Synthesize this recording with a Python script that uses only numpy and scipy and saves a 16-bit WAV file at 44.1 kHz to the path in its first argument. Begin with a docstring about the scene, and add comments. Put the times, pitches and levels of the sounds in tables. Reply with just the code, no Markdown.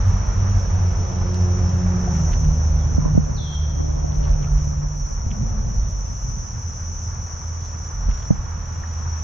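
"""A river bank under a road bridge. From the start cicadas buckle their tymbals in the trees, traffic rushes
overhead, wind buffets the microphone and two engines pass, one after the other. From about 2 s come small
plops, ticks and rustles; near 3 s fingers begin to bump and rub the camera, and a bird gives a falling
whistle, faintly again near 6 s. Then a farther engine draws near, and at the very end one insect starts
up on a clear pitch."""
import sys
import numpy as np
from scipy import signal
from scipy.fft import rfft, irfft
from scipy.io import wavfile
from scipy.ndimage import uniform_filter1d

SR = 44100
rng = np.random.default_rng(int(sys.argv[2]) if len(sys.argv) > 2 else 0)


def digitize_waveform(pressure):
    """Quantize a signal to 16-bit integers and store it at the path in sys.argv[1].

    Rows of a 2-D input are taken as channels; values are limited to [-1, 1].
    """
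    field = np.atleast_2d(pressure).T
    bounded = np.clip(field, -1, 1)
    quanta = np.round(bounded * 32767).astype(np.int16)
    wavfile.write(sys.argv[1], SR, quanta)


N = 407043
T = np.arange(N) / SR


def from_db(db):
    """Amplitude grows tenfold for every 20 dB."""
    return 10 ** (np.asarray(db) / 20)


def rms_one(x):
    """Normalisation to unit power."""
    return x / np.sqrt(np.mean(np.abs(x) ** 2) + 1e-20)


def in_time(rows):
    """Linear interpolation of each column of a curve at every sample."""
    times, *columns = np.transpose(rows)
    return [np.interp(T, times, column) for column in columns]


def at_hz(points, hz, axis=1):
    """Interpolation of a spectrum on a log-frequency axis."""
    points = np.array(points, float)
    return np.interp(np.log(hz + 1e-3), np.log(points[:, 0]), points[:, axis])


def drift(rate_hz):
    """Low-pass filtered noise: a slow random fluctuation of unit rms."""
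    pole = np.exp(-80 * np.pi * rate_hz / SR)
    slow = signal.lfilter([1], [1, -2 * pole, pole * pole], rng.standard_normal(N // 40 + 2002))[2000:]
    return np.interp(np.arange(N) / 40, np.arange(len(slow)), rms_one(slow))


def fade(start, end, ramp_s):
    """A trapezoidal envelope, its ramps centred on start and end."""
    return np.clip((T - start) / ramp_s + .5, 0, 1) * np.clip((end - T) / ramp_s + .5, 0, 1)


def swells(rows):
    """Incoherent sounds add in power: the summed power of Gaussian swells."""
    return sum(from_db(db) ** 2 * np.exp(-(2 * (T - crest) / length) ** 2) for crest, length, db in rows)


def trees(x, t60, direct):
    """Scattering by leaves and trunks adds a dense decaying tail, different at each ear."""
    tails = rng.standard_normal((2, SR)) * from_db(-60 * T[:SR] / t60)
    tails /= np.sqrt(np.sum(tails ** 2, axis=1, keepdims=True))
    scattered = signal.fftconvolve(x[None], tails, axes=1)[:, :N]
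    return np.sqrt(direct) * x + np.sqrt(1 - direct) * scattered


# Width of the noise field. Each row: frequency in Hz, side minus mid in dB, left minus right in dB.
STEREO_FIELD = [(30, -28, -2), (80, -18, -0.5), (140, -9, 0), (214, -3.5, -2.5), (308, -1.5, 6),
                (573, -4, 1), (950, 2, -4), (1330, -1, -5.5), (2400, -2, -1.5), (4000, -4.5, -2),
                (6000, -3, 1), (12000, 3.5, -0.5)]
def air_noise(spectrum, flutter_db=None):
    """Coloured noise, partly coherent between the ears; its mid has unit rms before any flutter."""
    hz = np.arange(N // 2 + 1) * SR / N
    low_hz, high_hz = spectrum[0][0] / 1.2, spectrum[-1][0] * 1.2
    band = 1 / (1 + (hz / high_hz) ** 12) / (1 + (low_hz / (hz + 1)) ** 12)
    mid, side = rfft(rng.standard_normal((2, N)))
    width, sides = from_db(at_hz(STEREO_FIELD, hz)), np.array([[1], [-1]])
    pair = (mid + sides * width * side) * from_db(sides * at_hz(STEREO_FIELD, hz, axis=2) / 2)
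    x = irfft(pair * band * from_db(at_hz(spectrum, hz)), N)
    x /= np.std(x.mean(0))
    return x if flutter_db is None else x * from_db(flutter_db * drift(22))


def self_noise(level_db=-86.5):
    """The noise floor of the microphone is a faint steady hiss."""
    return from_db(level_db) * air_noise([(7000, -.5), (10500, -3.5), (12000, 2.5), (15000, -3.5)])


# Wind spectrum. Each row: frequency in Hz, relative density in dB.
WIND_SPECTRUM = [(16, -15), (26, -14), (37, -3.5), (46, 1.5), (58, -6.5), (72, -7)]
# Breeze between the gusts. Each row: time in seconds, level in dB.
BREEZE = [(0, -20.5), (1.7, -28), (5.9, -25.5), (6.6, -34), (9.23, -34.5)]
# Each row: crest time in seconds, length in seconds, level in dB.
GUSTS = [(0.124, 0.12, -26), (2.4, 0.21, -20), (2.7, 0.15, -21.5), (3.11, 0.26, -20.5), (4.3, 0.16, -16.5),
         (4.58, 0.11, -16), (5.63, 0.16, -19.5), (5.8, 0.076, -14.5), (6.97, 0.065, -27), (8.11, 0.18, -20),
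         (8.38, 0.33, -25.5)]
def wind():
    """Turbulent pressure of breeze and gusts buffets both microphone ports nearly alike."""
    power = from_db(in_time(BREEZE)[0]) ** 2 + swells(GUSTS)
    return np.sqrt(power) * air_noise(WIND_SPECTRUM, flutter_db=1.5)


# Each row: start in seconds, push level in dB, push frequency in Hz, shake level in dB.
BUMPS = [(2.979, -34, 136, -14), (3.055, -24, 131, -16), (3.149, -24, 130, -18), (3.174, -7.5, 126, -8),
         (4.67, -16, 80, -38), (5.262, -11.5, 68, -32), (8.083, -24.5, 124, -23), (8.3031, -7.5, 126, -8.5)]
# Each row: frequency in Hz, gain in dB, time to fall 60 dB in seconds, share in phase at both ports.
HOUSING_MODES = [(131, -0.5, 0.13, 0.2), (188.5, 4, 0.09, 0.22), (270, 2.5, 0.047, 0.07),
                 (485, -1.5, 0.023, 0.15), (637, -1.5, 0.025, 0.02)]
def bumps(cycles=.96, lag_s=.0023):
    """An impact pushes both ports alike and excites the housing's modes; returns (in phase, opposed)."""
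    push, shake = np.zeros((2, N))
    t = T[:SR // 4]
    late = np.maximum(t - lag_s, 0)
    for start, push_db, hz, shake_db in BUMPS:
        span = slice(int(start * SR), int(start * SR) + len(t))
        envelope = from_db(push_db) * np.exp(-(late * hz / cycles) ** 4)
        push[span] += envelope * np.sin(2 * np.pi * hz * late)
        for k, (mode_hz, db, t60, in_phase) in enumerate(HOUSING_MODES):
            ring = (-1) ** k * from_db(shake_db + db - 60 * t / t60) * np.sin(2 * np.pi * mode_hz * t)
            shake[span] += ring
            push[span] += in_phase * ring
    fingertip = signal.butter(4, 900, fs=SR, output="sos")   # a soft contact excites nothing high
    return signal.sosfilt(fingertip, np.array([push, shake]) + 1e-18)


# Fingers shifting on the camera. Each row: start in seconds, end in seconds, level in dB.
RUBS = [(2.956, 3.43, -36), (3.697, 4.46, -32.5), (4.45, 5.25, -43), (5.248, 5.803, -42),
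        (5.84, 6.505, -45)]
# Each row: frequency in Hz, relative density in dB.
RUB_SPECTRUM = [(50, -6), (200, 0.5), (340, -4.5), (420, -11.5), (600, -1.5), (740, -8), (930, -17),
                (1100, -19), (1400, -29.5), (2200, -37.5)]
def handling():
    """Structure-borne sound: shaking and friction move the two ports in opposition, a push in phase."""
    push, shake = bumps()
    pressure = sum(from_db(db) * fade(start, end, ramp_s=.1) for start, end, db in RUBS)
    rub = pressure * rms_one(air_noise(RUB_SPECTRUM, flutter_db=5.5)[0])
    return push + (shake + rub) * [[-1], [1]]


# Each row: crest time in seconds, length in seconds, level in dB.
RUSTLES = [(2.17, 0.071, -47), (4.27, 0.11, -52), (4.44, 0.11, -56), (4.61, 0.092, -53), (8.16, 0.2, -50.5)]
# Each row: frequency in Hz, relative density in dB.
RUSTLE_SPECTRUM = [(800, -4.5), (1400, 5), (2000, -5), (3000, -3.5), (4500, -11), (7000, -15.5)]
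def rustle():
    """Friction of cloth or grit close by: fast amplitude modulation clumps noise into grains."""
    grains = rms_one(air_noise(RUSTLE_SPECTRUM) * from_db(3.5 * drift(110)))
    return np.sqrt(swells(RUSTLES)) * grains


# Each row: start in seconds, source peak in dB, centre in Hz, width in octaves, decay in seconds.
TICKS = [(1.3443, -23, 4800, 1.2, 0.001), (2.154, -38, 2500, 1.2, 0.0017), (2.3186, -34, 2400, 1.5, .012),
         (2.3345, -29.5, 2300, 1.6, 0.0035), (2.445, -38, 2540, 0.8, 0.0026),
         (4.1208, -42, 3200, 0.6, .002), (4.153, -38, 2800, 1.3, 0.0014), (4.2328, -37, 2600, 1.3, 0.0015),
         (4.2404, -36, 2600, 1.3, .0012), (4.2495, -37, 2500, 1.5, .005), (4.255, -40, 1000, 0.64, 0.029),
         (4.294, -38, 3100, 1.2, 0.0013), (4.4278, -37, 2700, 1.0, .0015), (4.432, -39, 2450, 0.5, 0.016),
         (4.466, -37, 1290, 0.29, 0.022), (5.3064, -40, 2750, .45, .001),
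         (5.3148, -30.5, 2700, 0.55, 0.0006), (7.601, -47, 4300, 0.89, 0.059),
         (7.879, -39, 1280, 0.3, 0.13), (8.112, -33, 2200, 1.3, 0.0025), (8.223, -37, 2200, 1.4, 0.0054),
         (8.835, -32, 1730, 0.24, 0.0029)]
def ticks(grain_db=4, crack=4, right_lead_db=3.5):
    """Tiny snaps are band-limited transients: an impulsive crack, then decaying, crumbling grains."""
    out, t = np.zeros(N), T[:SR // 4]
    for start, db, hz, octaves, decay_s in TICKS:
        edges_hz = hz * 2 ** (np.array([-.5, .5]) * octaves)
        grains = rng.standard_normal(len(t)) * from_db(grain_db * drift(280)[:len(t)])
        burst = grains * np.exp(-t / decay_s) * (1 - np.exp(-2 * t / decay_s))
        burst[0] += crack
        snap = signal.sosfilt(signal.butter(3, edges_hz, "band", fs=SR, output="sos"), burst)
        onset = int(start * SR)
        out[onset:onset + len(t)] += from_db(db) * snap / np.abs(snap).max()
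    soft = signal.sosfilt(signal.butter(4, 7500, fs=SR, output="sos"), out + 1e-18)
    return trees(soft, t60=.09, direct=.85) * from_db(np.array([[-.5], [.5]]) * right_lead_db)


# Plops, likely at the water's edge. Each row: start in seconds, source level in dB, first pitch in Hz.
PLOPS = [(2.075, -22, 714), (3.017, -26, 1000), (3.051, -25.5, 1020)]
def plops(t60=.047, attack_s=.00083, chirp=.76):
    """A bubble is a damped resonator that rings briefly and rises in pitch."""
    out = np.zeros(N)
    for start, db, hz in PLOPS:
        t = np.maximum(T - start, 0)
        envelope = from_db(db - 60 * np.minimum(t / t60, 3)) * (1 - np.exp(-t / attack_s))
        out += envelope * np.sin(2 * np.pi * hz * t * (1 + chirp * t))
    return trees(out, t60=.25, direct=.6)


# Each row: start and length in seconds, first and last pitch in Hz, level in dB, direct share of power.
WHISTLES = [(2.791, 0.048, 4000, 3200, -51.5, 0.2), (3.365, 0.195, 4650, 3225, -34.5, 0.1),
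            (5.762, .024, 4450, 4270, -59, .2), (5.803, .036, 4300, 3300, -55, .1)]
def bird(glide_s=.0082, settle_s=.045, quaver=.012, flutter_db=2, fade_db_per_s=36):
    """Frequency modulation: a whistle drops fast, settles with a quaver and lingers among the trees."""
    out = np.zeros((2, N))
    for start, length, first_hz, last_hz, db, direct in WHISTLES:
        t = np.maximum(T - start, 0)
        glide = .7 * np.exp(-t / glide_s) + .3 * np.exp(-t / settle_s)
        hz = last_hz + (first_hz - last_hz) * glide
        phase = 2 * np.pi * np.cumsum(hz * (1 + quaver * drift(120))) / SR
        level = from_db(db - fade_db_per_s * t + flutter_db * drift(36))
        whistle = level * fade(start + .001, start + length, .008) * np.sin(phase)
        out += trees(whistle, t60=1.1, direct=direct)
    return out


# Each row: crest time in seconds, length in seconds, centre in Hz, level in dB.
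TYRE_DRONES = [(3.877, 0.28, 299, -46), (5.432, .32, 205, -37.5)]
def tyre_drones(half_width_octaves=.26, skirt_db=-18):
    """Narrow-band noise has a pitch: tyres drone briefly on the deck."""
    spread, out = 2 ** half_width_octaves, np.zeros((2, N))
    for crest, length, hz, db in TYRE_DRONES:
        band = air_noise([(hz / spread, skirt_db), (hz, 0), (hz * spread, skirt_db)])
        out += np.sqrt(swells([(crest, length, db)])) * band
    return out


# Each row: time in seconds, then the levels of road roar, tyre rush and hiss in dB.
TRAFFIC_LEVELS = [(0, -42, -40.5, -53.5), (1, -40, -43.5, -54), (2.1, -41, -41.5, -55),
                  (2.5, -41, -46.5, -56), (3.1, -43, -46, -59), (3.45, -47.5, -49, -61),
                  (4.35, -43.5, -48.5, -59.5), (5.1, -51, -49.5, -62.5), (5.55, -44.5, -49, -60.5),
                  (6.1, -51, -50.5, -61), (8.2, -49.5, -46.5, -60), (9.23, -51, -45.5, -57)]
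# Heavy vehicles shake the deck. Each row: crest time in seconds, length in seconds, level in dB.
DECK_SURGES = [(2.35, 0.38, -32), (3.08, 0.4, -23), (5.4, 0.13, -26), (5.75, 0.68, -30), (6.4, 0.16, -36)]
# Spectra of the four noises. Each row: frequency in Hz, relative density in dB.
DECK_SPECTRUM = [(55, -19.5), (80, 5.5), (120, 3), (160, -4.5), (210, -10), (270, -22), (400, -34)]
ROAR_SPECTRUM = [(150, -3.5), (230, -1.5), (320, -0.5), (500, 3.5), (750, 1), (950, -4.5), (1300, -24)]
TYRE_SPECTRUM = [(600, -9.5), (850, 0), (1050, 1), (1400, -2.5), (1800, -7), (2300, -15), (3200, -33)]
HISS_SPECTRUM = [(1600, -13), (2300, 8.5), (3000, 6), (4000, 1.5), (5000, 0), (7000, -18.5), (9500, -43.5)]
def traffic(deck_db=-31.5, deck_follows=.69):
    """Forced vibration: the deck rumbles with the road roar, under tyre rush and a thin hiss."""
    roar_db, tyre_db, hiss_db = in_time(TRAFFIC_LEVELS)
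    deck_level = from_db(deck_db + deck_follows * (roar_db - roar_db.mean()))
    deck = np.sqrt(deck_level ** 2 + swells(DECK_SURGES)) * air_noise(DECK_SPECTRUM, flutter_db=2)
    roar = from_db(roar_db) * air_noise(ROAR_SPECTRUM)
    tyres = from_db(tyre_db) * air_noise(TYRE_SPECTRUM, flutter_db=1.23)
    return deck + roar + tyres + from_db(hiss_db) * air_noise(HISS_SPECTRUM)


# Each row: time in seconds, level in dB.
FAR_ENGINE_LEVELS = [(5.8, -32), (8.6, -32.5), (9.2, -23)]
def far_engine(firing_hz=81.7):
    """A steady firing rate gives one low tone, which grows louder as the engine draws near."""
    level = from_db(in_time(FAR_ENGINE_LEVELS)[0] + 1.7 * drift(3.8))
    return level * np.sin(2 * np.pi * firing_hz * T + .5 * drift(2.8)) * fade(6.36, 11, .21)


def exhaust(firing, levels, pull_s, rasp_db):
    """Periodic firing makes harmonic orders; echoes under the deck make each waver."""
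    first_db, second_db = in_time(levels)
    phase = 2 * np.pi * np.cumsum(in_time(firing)[0] * (1 + .0016 * drift(9))) / SR
    note = sum(from_db(db + 1.05 * drift(8)) * np.sin(order * phase + .12 * drift(6))
               for order, db in ((1, first_db), (2, second_db)))
    # weaker, higher orders sound while the engine pulls hard
    rasp = sum(from_db(db + 3 * drift(7)) * np.sin(order * phase + .45 * drift(7))
               for order, db in rasp_db.items())
    return note * fade(-1, levels[-1][0], .067) + rasp * fade(*pull_s, .7)


# Engine speeds. Each row: time in seconds, firing rate in Hz.
LEADER_FIRING = [(0, 95), (.35, 97), (.6, 95.5), (.9, 90.6), (1.3, 89.8), (2.3, 89.8)]
FOLLOWER_FIRING = [(.6, 85), (1.7, 82.5), (2.05, 80.5), (2.22, 78.4), (2.46, 76.6), (3.2, 76.2),
                   (3.4, 75.2), (3.7, 75), (4.53, 73.5), (5.4, 72.8)]
# Exhaust notes. Each row: time in seconds, levels of the first and second orders in dB.
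LEADER_LEVELS = [(0, -28, -40), (.08, -10.5, -35), (.16, -19, -36), (.29, -34, -41.5), (.43, -17, -37),
                 (.56, -17, -36), (.67, -33, -40), (.79, -15.5, -35), (.89, -20, -40), (.96, -25, -43.5),
                 (1.2, -25.5, -32), (1.42, -17, -29), (1.63, -21.5, -30.5), (1.85, -21, -25.5),
                 (2.2, -44, -27), (2.3, -42, -57)]
FOLLOWER_LEVELS = [(.55, -49, -58), (.75, -18.5, -36), (1.3, -44, -45), (1.72, -35, -41), (2.02, -28, -43),
                   (2.22, -18.5, -18.5), (2.33, -25, -32.5), (2.47, -19, -18), (2.639, -17.5, -33.5),
                   (2.76, -17.5, -25.5), (2.88, -19, -35.5), (3.1, -30, -21), (3.35, -36.5, -35.5),
                   (3.6, -21.5, -32), (3.9, -25, -31), (4.45, -26, -25), (4.9, -35, -29), (5.151, -29, -41),
                   (5.601, -36, -55)]
def engines():
    """Superposition: the notes of two passing vehicles beat where they overlap; a third comes later."""
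    leader = exhaust(LEADER_FIRING, LEADER_LEVELS, pull_s=(1, 2.12),
                     rasp_db={3: -48, 4: -39.5, 5: -49.5, 6: -50.5})
    follower = exhaust(FOLLOWER_FIRING, FOLLOWER_LEVELS, pull_s=(2.12, 3.35), rasp_db={3: -44, 4: -52})
    return np.sqrt(2) * (leader + follower + far_engine()) * from_db([[-.4], [.4]])


def shrill_insect(start_s=8.99, hz=5749, level_db=-40.3):
    """A nearly pure tone stands out from noise: one insect starts up amid the chorus."""
    tone = np.sin(2 * np.pi * np.cumsum(hz * (1 + .0011 * drift(40))) / SR)
    return trees(from_db(level_db) * fade(start_s, 11, ramp_s=.2) * tone, t60=.29, direct=.85)


# Each row: frequency in Hz, gain in dB.
ABDOMEN_RESONANCE = [(4800, -39), (5100, -23.5), (5400, -7), (5700, 5), (6000, 3.5), (6300, -2.5),
                     (6620, -7.5), (6900, -30.5), (7250, -28), (7700, -39)]
def cicada(beat_hz, odd_weight, jitter, body_size=1, flicker_db=1.5, scatter_rad=.68):
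    """Source and filter: two tymbals buckle in turn, and the abdomen passes the harmonics near 6 kHz."""
    phase = 2 * np.pi * np.cumsum(beat_hz * (1 + jitter * drift(24.9) + .0006 * drift(1.488))) / SR
    out = np.zeros(N)
    for k in range(17, 25):
        resonance = from_db(at_hz(ABDOMEN_RESONANCE, k * np.mean(beat_hz) * body_size))
        strength = resonance * (odd_weight if k % 2 else 1)   # equal tymbals would cancel odd harmonics
        # stirring leaves make each harmonic flicker in level and phase
        flicker = from_db(flicker_db * drift(12))
        out += strength * flicker * np.cos(k * phase + scatter_rad * drift(14) + rng.uniform(0, 2 * np.pi))
    return out


# Each row: time in seconds, beat rate of each tymbal in Hz, relative level in dB, odd-harmonic weight.
NEAREST_CICADA = [(0, 301.8, -9, .4), (2.05, 302.4, -6.5, .3), (2.3, 304.5, -7.5, .6), (4, 300, -9.5, 1.1),
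                  (5, 299, -8, 1.4), (6.9, 301, -7, 1.4), (7.5, 299.6, -7, 1.2), (8.1, 298.9, -6, 1.2),
                  (9.23, 299.2, -10, .6)]
# Each row: start and end in seconds, beat rate in Hz, relative level in dB, odd-harmonic weight,
# body size relative to the nearest cicada.
OTHER_CICADAS = [(2.2, 7.6, 291.2, -6.5, .5, 1), (4.4, 7.7, 295, -5, .3, 1), (6.3, 8.3, 306.3, -11, .2, 1),
                 (2.1, 4.3, 296.7, -8, 1, 1), (-.5, 2.2, 275.6, -6, .8, 1), (-.5, .9, 281.8, -10, .2, 1.03),
                 (.7, 2.0, 302.4, -12.5, .15, 1.07), (7.7, 8.3, 316.2, -10, .2, 1.1),
                 (8.1, 9.8, 286.6, -8, .3, 1)]
# Far cicadas merged into one hiss. Each row: frequency in Hz, relative density in dB.
FAR_CHORUS_SPECTRUM = [(4500, -51.5), (5000, -26), (5300, -7), (5560, -8), (5850, 2), (6050, 4.5),
                       (6200, -10.5), (6580, -8), (6780, -19), (7200, -19.5), (7800, -36), (9300, -38.5),
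                       (10500, -61.5)]
# The whole chorus. Each row: time in seconds, level in dB.
CHORUS_LEVELS = [(0, -42.5), (1.95, -41.5), (2.3, -38.5), (3.35, -42), (5.3, -41.5), (7, -39.5),
                 (8.2, -41.5), (8.55, -44.5), (9.23, -42.5)]
def chorus(far_relative_db=-2.3, swell_db=.83, swell_hz=2.8):
    """Incoherent summation: far cicadas merge into a hiss, from which a few near ones stand out."""
    beat_hz, db, odd_weight = in_time(NEAREST_CICADA)
    singers = from_db(db) * cicada(beat_hz, odd_weight, jitter=.0022)
    for start, end, beat_hz, db, odd_weight, size in OTHER_CICADAS:
        song = cicada(beat_hz, odd_weight, jitter=.0013, body_size=size)
        singers += from_db(db) * fade(start, end, .8) * song
    voices = trees(singers, t60=.28, direct=.46)
    voices += from_db(far_relative_db) * air_noise(FAR_CHORUS_SPECTRUM)
    voices /= np.sqrt(uniform_filter1d(voices.mean(0) ** 2, SR // 6))   # even out the summed level
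    return voices * from_db(in_time(CHORUS_LEVELS)[0] + swell_db * drift(swell_hz))


def scene():
    """Linear superposition of everything heard from the bank."""
    outdoors = chorus() + shrill_insect() + engines() + traffic() + tyre_drones() + bird()
    close_by = ticks() + rustle() + plops()
    return outdoors + close_by + wind() + handling() + self_noise()


def record(dry, ceiling=.98, stopband_hz=16600):
    """A brief fade-in avoids a click, saturation rounds the hardest bumps and a low-pass cuts the top."""
    rounded = np.minimum(T / .004, 1) * dry / (1 + (dry / ceiling) ** 8) ** (1 / 8)
    return signal.sosfilt(signal.cheby2(12, 70, stopband_hz, fs=SR, output="sos"), rounded)


dry = scene()
out = record(dry)
digitize_waveform(out)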